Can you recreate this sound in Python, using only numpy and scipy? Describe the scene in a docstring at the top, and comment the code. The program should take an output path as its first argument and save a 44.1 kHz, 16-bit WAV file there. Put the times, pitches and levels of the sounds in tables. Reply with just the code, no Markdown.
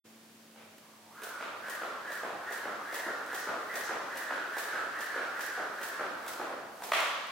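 """A fan hums in a bare, echoing gym. A shoe steps down, and a thin cable rope is lifted into its swing.
On every turn it sheds vortices and whirrs, fastest on the downswing, then slaps the floor; the shoes
land about 150 ms later. Now and then the cable ticks, or drags on after a slap. After thirteen turns
it comes down once more, is stopped by a shoe with a loud clack, and drops with two light ticks.
Faint high tones linger in the hall's echo while the fan hums on."""
import sys
import numpy as np
from scipy import signal
from scipy.fft import rfft, irfft, next_fast_len
from scipy.io import wavfile
from scipy.ndimage import map_coordinates

SR = 44100
rng = np.random.default_rng(int(sys.argv[2]) if len(sys.argv) > 2 else 0)


def materialize(psi):
    """Save the field psi as 16-bit PCM at rate SR to the path in sys.argv[1].

    A 1-D psi becomes a single channel; in a 2-D psi each row is a channel.
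    """
    bounded = np.clip(np.atleast_2d(psi).T, -1, 1)
    quanta = np.round(bounded * 32767).astype(np.int16)
    wavfile.write(sys.argv[1], SR, quanta)


N = 322371
TIME = np.arange(N) / SR


def amp(db):
    """Decibels to amplitude ratio."""
    return 10 ** (np.asarray(db) / 20)


def unit(x):
    """Normalisation to rms 1."""
    return x / np.sqrt(np.mean(x ** 2) + 1e-20)


def along(points, hz):
    """Interpolation of (frequency_hz, value) points on a logarithmic frequency axis."""
    knots_hz, values = np.transpose(points)
    return np.interp(np.log(hz + 1), np.log(knots_hz + 1), values)


def curves(rows):
    """Linear interpolation in time: one value per sample for each column after the first."""
    times_s, *columns = np.transpose(rows)
    return [np.interp(TIME, times_s, column) for column in columns]


def wobble(rate_hz):
    """Smooth random modulation: a spline through rate_hz Gaussian knots a second."""
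    return map_coordinates(rng.standard_normal(N // 16), [TIME * rate_hz], mode="wrap")


def filtered(x, gain):
    """Zero-phase filtering: the spectrum is multiplied by gain(hz)."""
    n = x.shape[-1]
    padded = next_fast_len(n + 4096, True)
    return irfft(rfft(x, padded) * gain(np.fft.rfftfreq(padded, 1 / SR)), padded)[..., :n]


def coloured(noise, spectrum):
    """Spectral shaping of noise, at rms 1."""
    return unit(filtered(noise, lambda hz: amp(along(spectrum, hz))))


def minimum_phase(spectrum, size=1024):
    """Folding the cepstrum gives the most compact causal impulse response with this spectrum."""
    cepstrum = irfft(np.log(amp(along(spectrum, np.fft.rfftfreq(size, 1 / SR)))))
    cepstrum[1:size // 2] *= 2
    cepstrum[size // 2 + 1:] = 0
    return irfft(np.exp(rfft(cepstrum)))


def add(out, start_s, sound):
    """Superposition: a sound joins the stereo mix at start_s."""
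    start = round(start_s * SR)
    out[:, start:start + sound.shape[1]] += sound[:, :N - start]


# Width of the diffuse field: frequency_hz, side_re_mid_db
DIFFUSE_WIDTH = [(100, -14.5), (250, -10.5), (500, -8), (1000, -5), (2000, -2.5), (4000, -2.5),
                 (8000, -0.5), (14000, 1)]
def diffuse(n):
    """Diffuse-field coherence: noise from all sides is alike in the bass, unrelated in the treble."""
    mid, side = rng.standard_normal((2, n))
    ratio = lambda hz: amp(along(DIFFUSE_WIDTH, hz))
    mid = filtered(mid, lambda hz: 1 / np.hypot(1, ratio(hz)))
    side = filtered(side, lambda hz: ratio(hz) / np.hypot(1, ratio(hz)))
    return np.array([mid + side, mid - side])


# The dull direct path: frequency_hz, gain_db
DIRECT_SPECTRUM = [(200, 1), (2500, -0.5), (4500, -6.5), (8000, -6.5), (15000, -10)]
# First echoes from ceiling and walls: delay_s, gain_db, left_right_lag_s
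REFLECTIONS = [(0.0154, 0, .00003), (.0195, -6, -.00005), (.026, -7.5, .0001), (.033, -10.5, -.0001),
               (.049, -8.5, .0001), (.07, -4, -.00005)]
def early(direct_db):
    """Specular reflection: delayed copies follow the direct sound to each ear."""
    path = np.zeros((2, SR))
    direct = amp(direct_db) * minimum_phase(DIRECT_SPECTRUM)
    path[:, :len(direct)] += direct
    for delay_s, gain_db, lag_s in REFLECTIONS:
        delay_s += rng.normal(0, .0007)  # the source is never twice in the same place
        for ear, arrival_s in enumerate([delay_s - lag_s / 2, delay_s + lag_s / 2]):
            path[ear, abs(round(arrival_s * SR))] += amp(gain_db)
    return path


# Reverberation time of the gym: frequency_hz, t60_s
HALL_DECAY = [(120, 2.1), (400, 1.28), (1000, 1.66), (2500, 1.21), (4500, 1.6), (8000, 0.94), (15000, 0.63)]
def tail(tail_db, build_s=0.016):
    """Reverberation: the diffuse field builds quickly and decays exponentially, high treble first."""
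    hz, t, bands = signal.stft(diffuse(SR), SR, nperseg=256)
    decay = amp(-60 * t / along(HALL_DECAY, hz)[:, None])
    dying = signal.istft(bands * decay, SR, nperseg=256)[1][:, :SR]
    age_s = np.maximum(np.arange(SR) / SR - .005, 0)
    return dying * (1 - np.exp(-age_s / build_s)) * amp(tail_db) / np.sqrt(SR / 10)


def contact(spectrum, rise_s, t60_s, direct_db, tail_db):
    """Source and filter: a brief noisy force is coloured by the struck body and returned by the hall."""
    t = np.arange(SR // 8) / SR
    swell = (1 - np.exp(-t / rise_s)) ** 2
    force = rng.standard_normal(len(t)) * swell * amp(-60 * t / t60_s)
    force /= np.linalg.norm(force)
    near = signal.fftconvolve(force[None], early(direct_db), axes=1)[:, :SR]
    body = minimum_phase(spectrum)
    body *= np.sqrt(SR / 100) / np.linalg.norm(body)  # the energy of 10 ms at rms 1
    # the tail sums all directions, so it keeps only the mean colour
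    return signal.fftconvolve(near + tail(tail_db), body[None], axes=1)[:, :SR]


# The fan runs down a little: time_s, pitch_hz, level_db
FAN_HUM = [(0, 222.4, -60.5), (.3, 224.2, -63), (1, 218.7, -68), (1.6, 218.8, -69), (4, 215.7, -74),
           (7.3, 211.8, -68.5)]
# Its partials: pitch_ratio, gain_db
FAN_PARTIALS = [(3 / 4, -16), (1, 0), (7 / 6, -10), (4 / 3, -17), (3 / 2, -11)]
# Hiss of the air and low drone of the duct: frequency_hz, gain_db
AIR_SPECTRUM = [(25, -37), (70, -50), (120, -17), (170, -13), (330, -11), (600, -12.5), (850, -15),
                (1400, -16), (2500, -18), (6000, -21), (15500, -26)]
DUCT_SPECTRUM = [(20, -70), (85, -32), (100, 8.5), (108, -2), (125, -6), (300, -56)]
def ventilation():
    """Tonal and broadband fan noise: a wavering hum over an even hiss and a duct drone."""
    pitch_hz, level_db = curves(FAN_HUM)
    phase = 2 * np.pi * np.cumsum(pitch_hz) / SR
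    hum = sum(amp(gain_db + 1.1 * wobble(7.9)) * np.sin(ratio * phase + 0.092 * wobble(4.5))
              for ratio, gain_db in FAN_PARTIALS)
    air = coloured(diffuse(N), AIR_SPECTRUM)
    drone = coloured(diffuse(N), DUCT_SPECTRUM)
    return np.sqrt(2) * amp(level_db) * hum + amp(-58) * air + amp(-78) * drone


# Shoes meeting the floor: start_s, relative_level_db, scuff_re_level_db
FOOTFALLS = [(0.56, -45, -9), (1.409, -31.5, -10.5), (1.818, -30, -16.5), (2.233, -29.5, -16.5),
             (2.653, -29, -21.5), (3.062, -27.5, -25), (3.471, -28.5, -16.5), (3.485, -30, -27),
             (3.892, -26, -17.5), (4.308, -28.5, -13.5), (4.736, -29.5, -17.5), (5.16, -28, -15),
             (5.575, -28, -22), (5.994, -28, -17), (6.006, -31, -22), (6.396, -27.5, -18.5),
             (6.494, -32.5, -23)]
# Thud and scuff of a sole: frequency_hz, gain_db
SOLE_SPECTRUM = [(50, -43), (110, -25.5), (190, -16.5), (270, -6.5), (420, -2.5), (570, 1.5), (750, -1.5),
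                 (1000, -5.5), (1400, -2.5), (1900, -8), (3000, -38.5), (8000, -42.5)]
SCUFF_SPECTRUM = [(500, -38), (1400, -11), (2300, 9.5), (3500, 1), (6000, -14), (10000, -20), (16000, -32)]
def landings():
    """Impact and friction: the soles thud on the hard floor and scuff as they flatten."""
    out = np.zeros((2, N))
    for start_s, level_db, scuff_db in FOOTFALLS:
        # a hard heel is bright and brief; the ball of the foot is dull and slow
        rise_s = 0.00017 * amp(-1.1 * scuff_db)
        thud = contact(SOLE_SPECTRUM, rise_s, t60_s=0.009 + 13 * rise_s, direct_db=2, tail_db=11)
        scuff = contact(SCUFF_SPECTRUM, rise_s, t60_s=0.017, direct_db=2, tail_db=16.5)
        add(out, start_s - .001, amp(level_db - 11) * thud)
        add(out, start_s, amp(level_db + scuff_db - 10.5) * scuff)
    return out


# The first slow lift of the rope: time_s, pitch_hz, relative_level_db
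FIRST_LIFT = [(0.72, 794, -95), (0.82, 1203, -65), (0.94, 1202, -64), (1.02, 806, -67), (1.11, 996, -62),
              (1.25, 797, -95)]
# Each turn, in relative levels: slap_s, top_pitch_hz, downswing_db, overhead_db, snap_db, pat_db
ROPE_TURNS = [(1.2184, 1661, -46.5, -42.5, -33, -45.5), (1.682, 1881, -40.5, -46, -32.5, -45),
              (2.1029, 1941, -40, -55, -34, -46), (2.5055, 1961, -40, -44.5, -32.5, -44),
              (2.9257, 2030, -40.5, -43, -29, -41), (3.3289, 1942, -40, -45, -30.5, -43),
              (3.7397, 2060, -39, -46.5, -28.5, -40.5), (4.155, 1947, -40.5, -39, -32, -44),
              (4.5668, 1941, -39, -37.5, -28.5, -41), (4.9896, 1931, -38.5, -38, -32.5, -48),
              (5.3914, 1930, -39.5, -40.5, -30.5, -45.5), (5.8128, 1900, -41.5, -41, -30, -44.5),
              (6.2634, 1702, -46, -53, -30.5, -43.5), (6.8195, 893.5, -55, -56, -30.5, -43.5)]
def swing():
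    """Pitch follows speed: the wrists whip the rope down, then it coasts and slows as it climbs."""
    lead_s, hold_s = .035, .075  # top speed comes this long before the slap and lasts this long
    surge_per_s, base_sag_per_s = 4.5, .95  # share of the top speed gained and lost
    swell_db_per_s, fade_db_per_s = 168, 26
    overhead_s, overhead_width_s = 0.21, 0.071  # second swell, as the loop rises over the head
    pitch_hz, lift_db = curves(FIRST_LIFT)
    power = amp(lift_db) ** 2
    for slap_s, top_hz, downswing_db, overhead_db, *_ in ROPE_TURNS:
        t = TIME - slap_s + lead_s
        before, after = np.maximum(-t, 0), np.maximum(t, 0)
        # a turn that is louder overhead has kept more of its speed
        sag = base_sag_per_s * np.exp(0.09 * (downswing_db - overhead_db)) * np.maximum(t - hold_s, 0)
        pitch_hz = np.maximum(pitch_hz, top_hz * (1 - surge_per_s * before - sag))
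        downswing = amp(downswing_db - swell_db_per_s * before - fade_db_per_s * after) ** 2
        overhead = amp(overhead_db) ** 2 * np.exp(-((t - overhead_s) / overhead_width_s) ** 2)
        power += downswing + overhead
    return pitch_hz, np.sqrt(power)


def moving(source, tail_db, steps=18):
    """Time-varying propagation: a moving source crossfades from one set of echoes to the next."""
    out, hop = np.zeros((2, N)), N // steps + 1
    for centre in range(0, N + hop, hop):
        span = np.arange(max(centre - hop, 0), min(centre + hop, N))
        piece = source[span] * np.cos(np.pi / 2 * (span - centre) / hop)
        hall = early(direct_db=-0.5) + tail(tail_db)
        add(out, span[0] / SR, signal.fftconvolve(piece[None], hall, axes=1))
    return out


# Whistle strength along the loop: share_of_top_speed, gain_db
LOOP_WHISTLE = [(.2, -17.5), (.34, -14.5), (.5, -21.5), (.6, -11.5), (.72, -7), (.88, 0.5), (1, -1)]
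def whirr(parts=22):
    """Aeolian tones: each part of the loop sheds vortices at a pitch proportional to its airspeed."""
    pitch_hz, envelope = swing()
    fastest_phase = 2 * np.pi * np.cumsum(pitch_hz) / SR
    tones = np.zeros(N)
    for share in np.linspace(LOOP_WHISTLE[0][0], 1, parts):
        phase = share * fastest_phase
        strength = amp(np.interp(share, *np.transpose(LOOP_WHISTLE)))
        tones += strength * (wobble(160) * np.cos(phase) + wobble(160) * np.sin(phase))
    # soft hiss of the turbulent wake: frequency_hz, gain_db
    wake = [(60, -41), (300, -21), (1100, -0.5), (1900, 6.5), (2500, -2.0), (6000, -11),
            (10000, -17.5), (16000, -22)]
    hiss = coloured(rng.standard_normal(N), wake)
    source = amp(-7.5) * envelope * (unit(tones) + amp(-8) * hiss)
    return moving(source, tail_db=7)


# Ticks of the loose cable: start_s, relative_level_db
CABLE_TICKS = [(.782, -64), (2.955, -58), (3.262, -60), (7.003, -45), (7.269, -59)]
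# The cable's bright snap, in ticks and slaps alike: frequency_hz, gain_db
SNAP_SPECTRUM = [(500, -21), (1800, 1), (3000, 0.5), (5000, -1.5), (8000, -1), (12000, -1.5), (15500, -1)]
def ticks():
    """Light impacts: brief contacts of the slack cable radiate faint, bright clicks."""
    out = np.zeros((2, N))
    for start_s, level_db in CABLE_TICKS:
        tick = contact(SNAP_SPECTRUM, rise_s=.0005, t60_s=.025, direct_db=13, tail_db=10)
        add(out, start_s, amp(level_db - 1.5) * tick)
    return out


# The cable's dull pat on the floor: frequency_hz, gain_db
PAT_SPECTRUM = [(100, -58.5), (260, -11.5), (450, -1), (680, -0.5), (1000, -1.5), (1450, -7.5), (2200, -14),
                (5000, -51)]
def slaps(swish_s=0.2):
    """Flow noise, then impact: the cable swishes down, pats the floor and skids with a bright snap."""
    out, dive = np.zeros((2, N)), np.zeros(N)
    for slap_s, *_, snap_db, pat_db in ROPE_TURNS:
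        snap = contact(SNAP_SPECTRUM, rise_s=0.00038, t60_s=0.065, direct_db=-2, tail_db=9.5)
        pat = contact(PAT_SPECTRUM, rise_s=0.00096, t60_s=0.036, direct_db=4.5, tail_db=12.5)
        add(out, slap_s, amp(snap_db - 10.5) * snap + amp(pat_db - 3) * pat)
        dive += amp(snap_db - 25.5) * np.interp(TIME, [slap_s - swish_s, slap_s, slap_s + .02], [0, 1, 0])
    swish = coloured(diffuse(N), SNAP_SPECTRUM)
    return out + dive * swish


# The cable drags on after some slaps: start_s, relative_level_db
CABLE_DRAGS = [(3.37, -51), (3.82, -49.5), (5.41, -52.5)]
def drags():
    """Sliding friction: the dragging cable gives a short, narrower hiss."""
    out = np.zeros((2, N))
    # frequency_hz, gain_db
    rub = [(2000, -27), (4000, -5), (6000, 2), (7500, -6), (10000, -12), (16000, -22)]
    for start_s, level_db in CABLE_DRAGS:
        add(out, start_s, amp(level_db) * contact(rub, rise_s=.015, t60_s=.2, direct_db=7, tail_db=10))
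    return out


# The cable against a planted shoe: frequency_hz, gain_db
CLACK_SPECTRUM = [(80, -57), (250, -22.5), (400, -11.5), (620, 2), (820, -4), (1150, 3.5), (1600, -1.5),
                  (2050, 0), (2800, -2), (3600, -7), (4800, -15.5), (8000, -18), (15000, -25)]
# Faint high tones in the hall's echo after the clack: pitch_hz, level_db, t60_s
ECHO_TONES = [(2730, -49, 0.93), (3280, -45, 1.22), (3460, -44, 1.1)]
def catch(start_s=6.918, relative_level_db=-20.5):
    """Impact and reverberation: the cable clacks against a shoe; faint high tones linger in the echo."""
    out = np.zeros((2, N))
    clack = contact(CLACK_SPECTRUM, rise_s=0.0019, t60_s=0.014, direct_db=5.5, tail_db=15.5)
    t = np.arange(SR) / SR
    tones = sum(amp(level_db - 60 * t / t60_s) * np.sin(2 * np.pi * pitch_hz * t)
                for pitch_hz, level_db, t60_s in ECHO_TONES)
    add(out, start_s, amp(relative_level_db - 10.5) * clack + tones)
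    return out


def scene():
    """Superposition: the pressures of fan, feet and rope add in the gym."""
    return ventilation() + landings() + whirr() + ticks() + slaps() + drags() + catch()


# Stereo balance: frequency_hz, left_re_right_db
BALANCE = [(300, 0.5), (1000, -0.7), (6000, -0.8), (10000, -1), (14000, -3)]
def record(dry, top_hz=15850):
    """Level difference and band limit: the sound fades in, leans right in the treble, ends at top_hz."""
    fade = np.clip((TIME - .04) / .02, 0, 1)
    lean = lambda hz: amp(np.outer([.5, -.5], along(BALANCE, hz)))
    return filtered(dry * fade, lambda hz: lean(hz) * (hz < top_hz))


dry = scene()
out = record(dry)
materialize(out)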